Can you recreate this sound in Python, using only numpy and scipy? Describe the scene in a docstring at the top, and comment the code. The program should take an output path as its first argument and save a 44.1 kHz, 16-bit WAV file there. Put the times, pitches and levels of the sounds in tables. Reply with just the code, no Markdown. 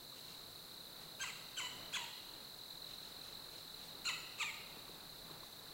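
"""Autumn woodland in still air, on a closely spaced pair of microphones. From the start two tree crickets,
fairly near, trill with their wings near 4 kHz at different speeds, over a far chorus, a faint far drone and
microphone hiss. A second in, a bird among the trees gives three sharp, down-slurred calls, each a yelp and
a whine, and the trunks scatter them. Dry leaves stir in the pause; at four seconds it calls twice more.
Toward the end something taps softly close by."""
import sys
import numpy as np
from scipy import signal
from scipy.fft import rfft, irfft, next_fast_len
from scipy.io import wavfile
from scipy.ndimage import map_coordinates

SR = 44100
rng = np.random.default_rng(int(sys.argv[2]) if len(sys.argv) > 2 else 0)


def persist_wave(psi):
    """Save psi, clipped to +-1, as 16-bit WAV."""
    counts = np.round(np.clip(psi, -1, 1) * 32767).astype(np.int16)
    wavfile.write(sys.argv[1], SR, np.atleast_2d(counts).T)


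N = 252693

# The loud yelp that opens each call: start_s, attack_s, scoop_s, break_s (after the start), slide_s,
# note_hz (just before the break), sag_octaves_per_s, level_db, rasp (0-1), open_mouth_hz,
# fundamental_db, bright_db
YELP_NOTES = [(1.190, 0.019, 0.01895, 0.0455, 0.00238, 1457, 9.96, -41.5, 0.41, 1500, 3, 2.5),
              (1.561, 0.0132, 0.00297, 0.0375, 0.0025, 1422, 5, -42, 0.29, 3340, 5.5, 4),
              (1.925, 0.01525, .014, .038, 0.0059, 1480, 11.87, -39, 0.39, 4335, 6.5, 4.5),
              (4.046, 0.01273, .010, .047, 0.0025, 1341, 3, -37.5, 0.29, 5170, -5.5, 0),
              (4.381, 0.0265, .012, 0.04496, 0.0069, 1150, 8, -38, 0.29, 3000, 3.5, 2.5)]
# The softer whine after each yelp: start_s, length_s, first_hz, last_hz, level_db, rasp (0-1),
# mouth_hz, fundamental_db, bright_db
WHINE_NOTES = [(1.244, .066, 1451, 961, -46.5, 0.76, 2364, -4.5, -20),
               (1.607, 0.07194, 1012, 964.4, -45.5, 0.48, 2643, 2, 2),
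               (1.975, 0.0756, 987.5, 903.8, -47.5, 0.43, 3214, 4.5, 2.5),
               (4.104, 0.0503, 1328, 1253, -46, 0.47, 3350, -10.5, -12.5),
               (4.44, 0.069, 1260, 1000, -44.5, 0.21, 2235, -8.5, -3)]
# Resonances of the bird's throat: frequency_hz, gain_db
THROAT_RESPONSE = [(700, -11), (1000, 4.5), (1500, -1), (1800, -9), (2200, 11), (2700, 1), (3400, 5),
                   (4200, -3), (5100, -25), (6200, -2.5), (6700, -4), (7300, 3), (8200, -9.5), (9000, -53),
                   (10000, -17.5), (10700, -10), (11600, -51.5)]
# Rushing air in its rasp: frequency_hz, density_db
BREATH_SPECTRUM = [(700, -13.5), (1200, 1.5), (1800, -8.5), (2700, 9), (3400, -10), (4300, 3), (5200, -9.5),
                   (6300, -8.5), (7500, -1.5), (9000, -19), (10700, -11), (12000, -26.5)]
# Rise and fall of each near cricket: time_s, level_db
FAST_CRICKET_LEVELS = [(0, -55), (1.2, -56.5), (1.7, -55.5), (2.3, -52.5), (3.0, -50.5), (3.7, -52.5),
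                       (4.3, -62), (5.0, -62), (5.73, -59.5)]
SLOW_CRICKET_LEVELS = [(0, -63), (.4, -55), (1.1, -54), (2.0, -54.5), (3.2, -61.5), (3.9, -53.5),
                       (4.6, -53.5), (5.73, -55)]
# Soft, dull taps close to the microphones: start_s, pitch_hz, peak_db
CLOSE_TAPS = [(.125, 1145, -53), (4.768, 324, -51), (4.879, 1000, -51), (4.892, 298.5, -51.5),
              (5.298, 1204, -51.5), (5.309, 368, -50.5), (5.432, 1114, -49)]
# Stirrings of dry leaves: centre_s, relative_level_db, length_s
LEAF_RUSTLES = [(0.176, -67.5, 0.057), (0.285, -66.5, 0.19), (1.017, -65.5, 0.0377), (2.91, -64.5, 0.093),
                (3.061, -66.5, 0.12), (3.273, -67, 0.166), (3.538, -63, 0.029), (3.581, -60.5, 0.0323),
                (3.831, -65, 0.14), (5.45, -66, 0.039)]
# Their crackle: frequency_hz, density_db
LEAF_SPECTRUM = [(300, 4), (1200, -2.5), (3000, 10), (6500, 4), (10000, -1), (15000, -23)]
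# The far cricket chorus: frequency_hz, density_db
CHORUS_SPECTRUM = [(2800, -75.5), (3500, -8.5), (3850, -1.5), (4100, -1.5), (4400, -1), (4800, -10.5),
                   (5800, -25.5)]
# Course of the far drone: time_s, pitch_hz, level_db
DRONE_COURSE = [(0, 152, -72.5), (.8, 152.5, -71.5), (1.4, 161, -69.5), (2.0, 155.6, -96.5),
                (3.0, 162, -76.5), (4.0, 154.6, -73.5), (4.8, 156.3, -67.5), (5.73, 157.3, -70)]
# Still air under the trees: frequency_hz, density_db
AIR_SPECTRUM = [(22, -1.5), (36, 8.5), (60, -10), (90, 1.5), (125, 4), (220, 2), (450, 1.5), (800, -0.5),
                (1400, -2.5), (2300, -9), (4000, -10), (9000, -55)]
# The microphones' own noise: frequency_hz, density_db
HISS_SPECTRUM = [(1000, -11.5), (3000, -9.5), (6000, -4), (9500, -2.5), (12000, -1.5), (15500, 1)]
# Time the wood's echoes take to fall 60 dB: frequency_hz, decay_s
WOOD_DECAY = [(500, 3.45), (1500, 1.505), (2800, 1.745), (5000, 2.28), (8000, 1.06), (14000, 1.045)]


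def bird():
    """Five calls, each a yelp and a whine, reaching the microphones through the trees."""
    calls = sum(yelp(*row) for row in YELP_NOTES) + sum(whine(*row) for row in WHINE_NOTES)
    return woods(calls, near_db=-10.5, far_db=-5.0)


def yelp(start_s, attack_s, scoop_s, break_s, slide_s, note_hz, sag, level_db, rasp, open_mouth_hz,
         fundamental_db, bright_db, after_break_s=0.02353, release_s=0.01635, swell_db_per_s=40.5,
         slack_octaves_per_s=5.22, quaver=0.02123, shut_mouth_hz=2082):
    """A hoarse start rises to a high note that sags, breaks down about a fourth and slackens."""
    t = np.arange(int((break_s + after_break_s) * SR)) / SR
    from_break = t - break_s
    before, after = np.minimum(from_break, 0), np.maximum(from_break, 0)
    broken = (1 + np.tanh(from_break / slide_s)) / 2
    note = note_hz * 2 ** (-sag * before - slack_octaves_per_s * after)
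    note *= 1 + quaver * drift(143.85, len(t))
    scoop = 1 - .26 * np.exp(-(t / scoop_s) ** 2)
    drop = .26 * (note_hz / 1413) ** 2   # a higher note breaks further down
    pitch = note * scoop * (1 - drop * broken)
    rising = np.minimum(t / attack_s, 1)
    fading = np.maximum(1 - (t[-1] - t) / release_s, 0)
    envelope_db = level_db - 15 * (1 - rising) + swell_db_per_s * before - 16 * fading
    # extra rasp before the note catches and around the break
    rough = rasp + 0.646 * (1 - rising ** 3) + 0.154 * np.exp(-(from_break / 0.00875) ** 2)
    mouth_hz = np.geomspace(open_mouth_hz, shut_mouth_hz, len(t))   # the bill closes
    low_db = fundamental_db * (1 - broken) - 2.5 * broken
    return voice(start_s, pitch, envelope_db, rough, mouth_hz, low_db, bright_db)


def whine(start_s, length_s, first_hz, last_hz, level_db, rasp, mouth_hz, fundamental_db, bright_db,
          edge_s=0.0055, fade_db_per_s=23):
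    """A thinner, soft-edged note that droops ever faster as it fades."""
    t = np.arange(int(length_s * SR)) / SR
    pitch = first_hz + (last_hz - first_hz) * (t / length_s) ** 1.8
    edges = np.maximum(1 - np.minimum(t, length_s - t) / edge_s, 0)
    envelope_db = level_db - fade_db_per_s * t - 16.5 * edges
    return voice(start_s, pitch, envelope_db, rasp, mouth_hz, fundamental_db, bright_db)


def voice(start_s, pitch_hz, level_db, rasp, mouth_hz, fundamental_db, bright_db,
          jitter=0.0436, mouth_octaves=0.2274, hoarseness=0.848):
    """Harmonics slide through throat and mouth resonances; rasp shakes the pitch and lets air through."""
    rasp, size = np.clip(rasp, 0, 1), len(pitch_hz)
    phase = phase_of(pitch_hz * (1 + jitter * rasp * drift(910.3, size)))
    harmonics = np.arange(1, 12)[:, None]
    hz = harmonics * pitch_hz
    mouth_db = 10 * np.exp(-(np.log2(hz / mouth_hz) / mouth_octaves) ** 2)
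    # the voice dulls as it softens and as the membrane slackens
    soft_db = 0.15 * (level_db - level_db.max())
    slack_db = 17.5 * np.minimum(np.log2(pitch_hz / 1400), 0)
    treble_db = (bright_db + soft_db + slack_db) * np.maximum(np.log2(hz / 3000), 0)
    flutter_db = 12.5 * rasp * np.array([drift(244, size) for _ in harmonics])
    throat_db = at_hz(THROAT_RESPONSE, hz)
    gains = from_db(throat_db + fundamental_db * (harmonics == 1) + mouth_db + treble_db + flutter_db)
    tone = np.sum(gains * np.sin(harmonics * phase), axis=0) / np.sqrt(np.sum(gains ** 2, axis=0) / 2)
    puffs = rng.standard_normal(size) * (1 + np.cos(phase))   # air pulses with each cycle
    note = np.sqrt(1 - rasp ** 2) * tone + hoarseness * rasp * colour(puffs, BREATH_SPECTRUM)
    out = np.zeros(N)
    out[int(start_s * SR) + np.arange(size)] = from_db(level_db) * note
    return out


def near_crickets():
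    """A fast and a slow singer, fairly near the microphones."""
    fast = cricket(FAST_CRICKET_LEVELS, strokes_per_s=43.5, top_hz=4248.6, duty=.71, uneven_db=2.0)
    slow = cricket(SLOW_CRICKET_LEVELS, strokes_per_s=32.5, top_hz=4135.6, duty=.54, uneven_db=1.21)
    return woods(fast + slow, near_db=-14, far_db=-9)


def cricket(levels, strokes_per_s, top_hz, duty, uneven_db, fall_hz=1000, skip=.03, octave_db=-23):
    """Each wing closing rings a short tone that sags and fades as the file slows; a few are left out."""
    level_db, = over_time(levels)
    cycles = np.cumsum(strokes_per_s * (1 + 0.028 * drift(30, N))) / SR
    stroke = cycles.astype(int)
    closing = np.minimum(cycles % 1 / duty, 1)
    detune, accent = rng.standard_normal((400, 2))[stroke].T
    played = (rng.random(400) > skip)[stroke]
    phase = phase_of(top_hz + 45 * detune - fall_hz * closing ** 2)
    swell = np.sin(np.pi * closing ** 0.825) ** 2 * played * from_db(level_db + uneven_db * accent)
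    return np.sqrt(2) * swell * (np.sin(phase) + from_db(octave_db) * np.sin(2 * phase))


def taps(grit_rad=1.38):
    """Close and dry: each tap swells and dies within a few cycles."""
    t, out = np.arange(SR // 10) / SR, np.zeros(N)
    for start_s, pitch_hz, peak_db in CLOSE_TAPS:
        rise_s = 1.78 / np.sqrt(pitch_hz * 1000)
        envelope = t / rise_s * np.exp(1 - t / rise_s)
        ring = np.sin(2 * np.pi * pitch_hz * t + grit_rad * drift(372, len(t)))
        out[int(start_s * SR) + np.arange(len(t))] += from_db(peak_db) * envelope * ring
    return out


def leaves(grain_db=3.0, gain_db=2.5):
    """Dry leaves stir among the trees in short swells of fine crackle."""
    t = np.arange(N) / SR
    swells = sum(from_db(level_db + gain_db) * np.exp(-((t - centre_s) / (length_s / 2)) ** 2)
                 for centre_s, level_db, length_s in LEAF_RUSTLES)
    grains = rng.standard_normal(N) * from_db(grain_db * drift(400, N))
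    return woods(swells * colour(grains, LEAF_SPECTRUM), near_db=-4.5, far_db=-4.5)


def far_crickets(level_db=-60):
    """Many more crickets, all around and too far off to tell apart."""
    return from_db(level_db) * colour(stereo_noise(N, side_db=-14), CHORUS_SPECTRUM)


def far_drone(waver=0.0188, throb_db=2.5):
    """One faint, low tone a long way off, wavering in pitch and level."""
    pitch_hz, level_db = over_time(DRONE_COURSE)
    phase = phase_of(pitch_hz * (1 + waver * drift(12, N)))
    return from_db(level_db + throb_db * drift(11, N)) * np.sin(phase)


def still_air(level_db=-60, waver_db=1.343):
    """The low, slightly uneven hush of the wood."""
    gain = from_db(level_db + waver_db * drift(6, N))
    return gain * colour(stereo_noise(N, side_db=-18), AIR_SPECTRUM)


def microphone_hiss(level_db=-58.5):
    """The pair's own steady, bright noise."""
    return from_db(level_db) * colour(stereo_noise(N, side_db=-9), HISS_SPECTRUM)


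def woods(direct, near_db, far_db, near_rise_s=0.0046, near_decay_s=0.028, far_rise_s=0.02):
    """After the direct sound the nearby trunks smear it; the deeper wood answers with a dulling tail."""
    t = np.arange(SR) / SR
    envelope = np.exp(-t / near_decay_s) * (1 - np.exp(-(t / near_rise_s) ** 2))
    trunks = (rng.random(SR) < .08) * envelope   # sparse reflections
    near = unit_rms(stereo_noise(SR, side_db=-44.5) * trunks)
    white, far = stereo_noise(SR, side_db=-22), 0
    edges_hz = np.geomspace(400, 15000, 9)
    for low, high in zip(edges_hz, edges_hz[1:]):
        band = signal.sosfilt(signal.butter(2, [low, high], "band", fs=SR, output="sos"), white)
        far = far + band * from_db(-60 * t / at_hz(WOOD_DECAY, np.sqrt(low * high)))
    spreading = (1 - np.exp(-t / far_rise_s)) / (1 + t / 0.164)   # later echoes have come a longer way
    echoes = (from_db(near_db) * near + from_db(far_db) * unit_rms(far * spreading)) / np.sqrt(SR)
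    return direct + signal.fftconvolve(direct[None], echoes, axes=1)[:, :N]


def stereo_noise(size, side_db):
    """White noise that two closely spaced microphones mostly share."""
    mid, side = rng.standard_normal((2, size))
    return mid + from_db(side_db) * side * np.array([[1], [-1]])


def colour(noise, spectrum):
    """Give a noise a smooth spectrum, at unit power."""
    size = next_fast_len(noise.shape[-1])
    gain = from_db(at_hz(spectrum, np.fft.rfftfreq(size, 1 / SR)))
    return unit_rms(irfft(rfft(noise, size) * gain, size)[..., :noise.shape[-1]])


def drift(rate_hz, size):
    """A smooth random wander with a spread near 1."""
    knots = np.arange(size) * rate_hz / SR
    return map_coordinates(rng.standard_normal(int(knots[-1]) + 2), [knots], order=2, mode="nearest")


def over_time(rows):
    """Each column of a timed table, at every sample of the scene."""
    time_s, *columns = np.transpose(rows)
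    return [np.interp(np.arange(N) / SR, time_s, column) for column in columns]


def at_hz(points, hz):
    """Read a curve on a log-frequency axis."""
    frequency_hz, value = np.transpose(points)
    return np.interp(np.log(np.maximum(hz, 1)), np.log(frequency_hz), value)


def phase_of(hz):
    """Running phase of a moving pitch, in radians."""
    return 2 * np.pi * np.cumsum(hz) / SR


def from_db(db):
    """Decibels to gain."""
    return 10 ** (np.asarray(db) / 20)


def unit_rms(x):
    """Scale to unit power."""
    return x / np.sqrt(np.mean(x ** 2) + 1e-20)


def scene():
    """The wood from where the microphones stand."""
    voices = bird() + near_crickets() + far_crickets()
    return voices + leaves() + taps() + far_drone() + still_air() + microphone_hiss()


def record(dry, cutoff_hz=15900):
    """The recorder cuts the top steeply."""
    return signal.sosfilt(signal.ellip(12, .1, 70, cutoff_hz, fs=SR, output="sos"), dry)


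dry = scene()
out = record(dry)
persist_wave(out)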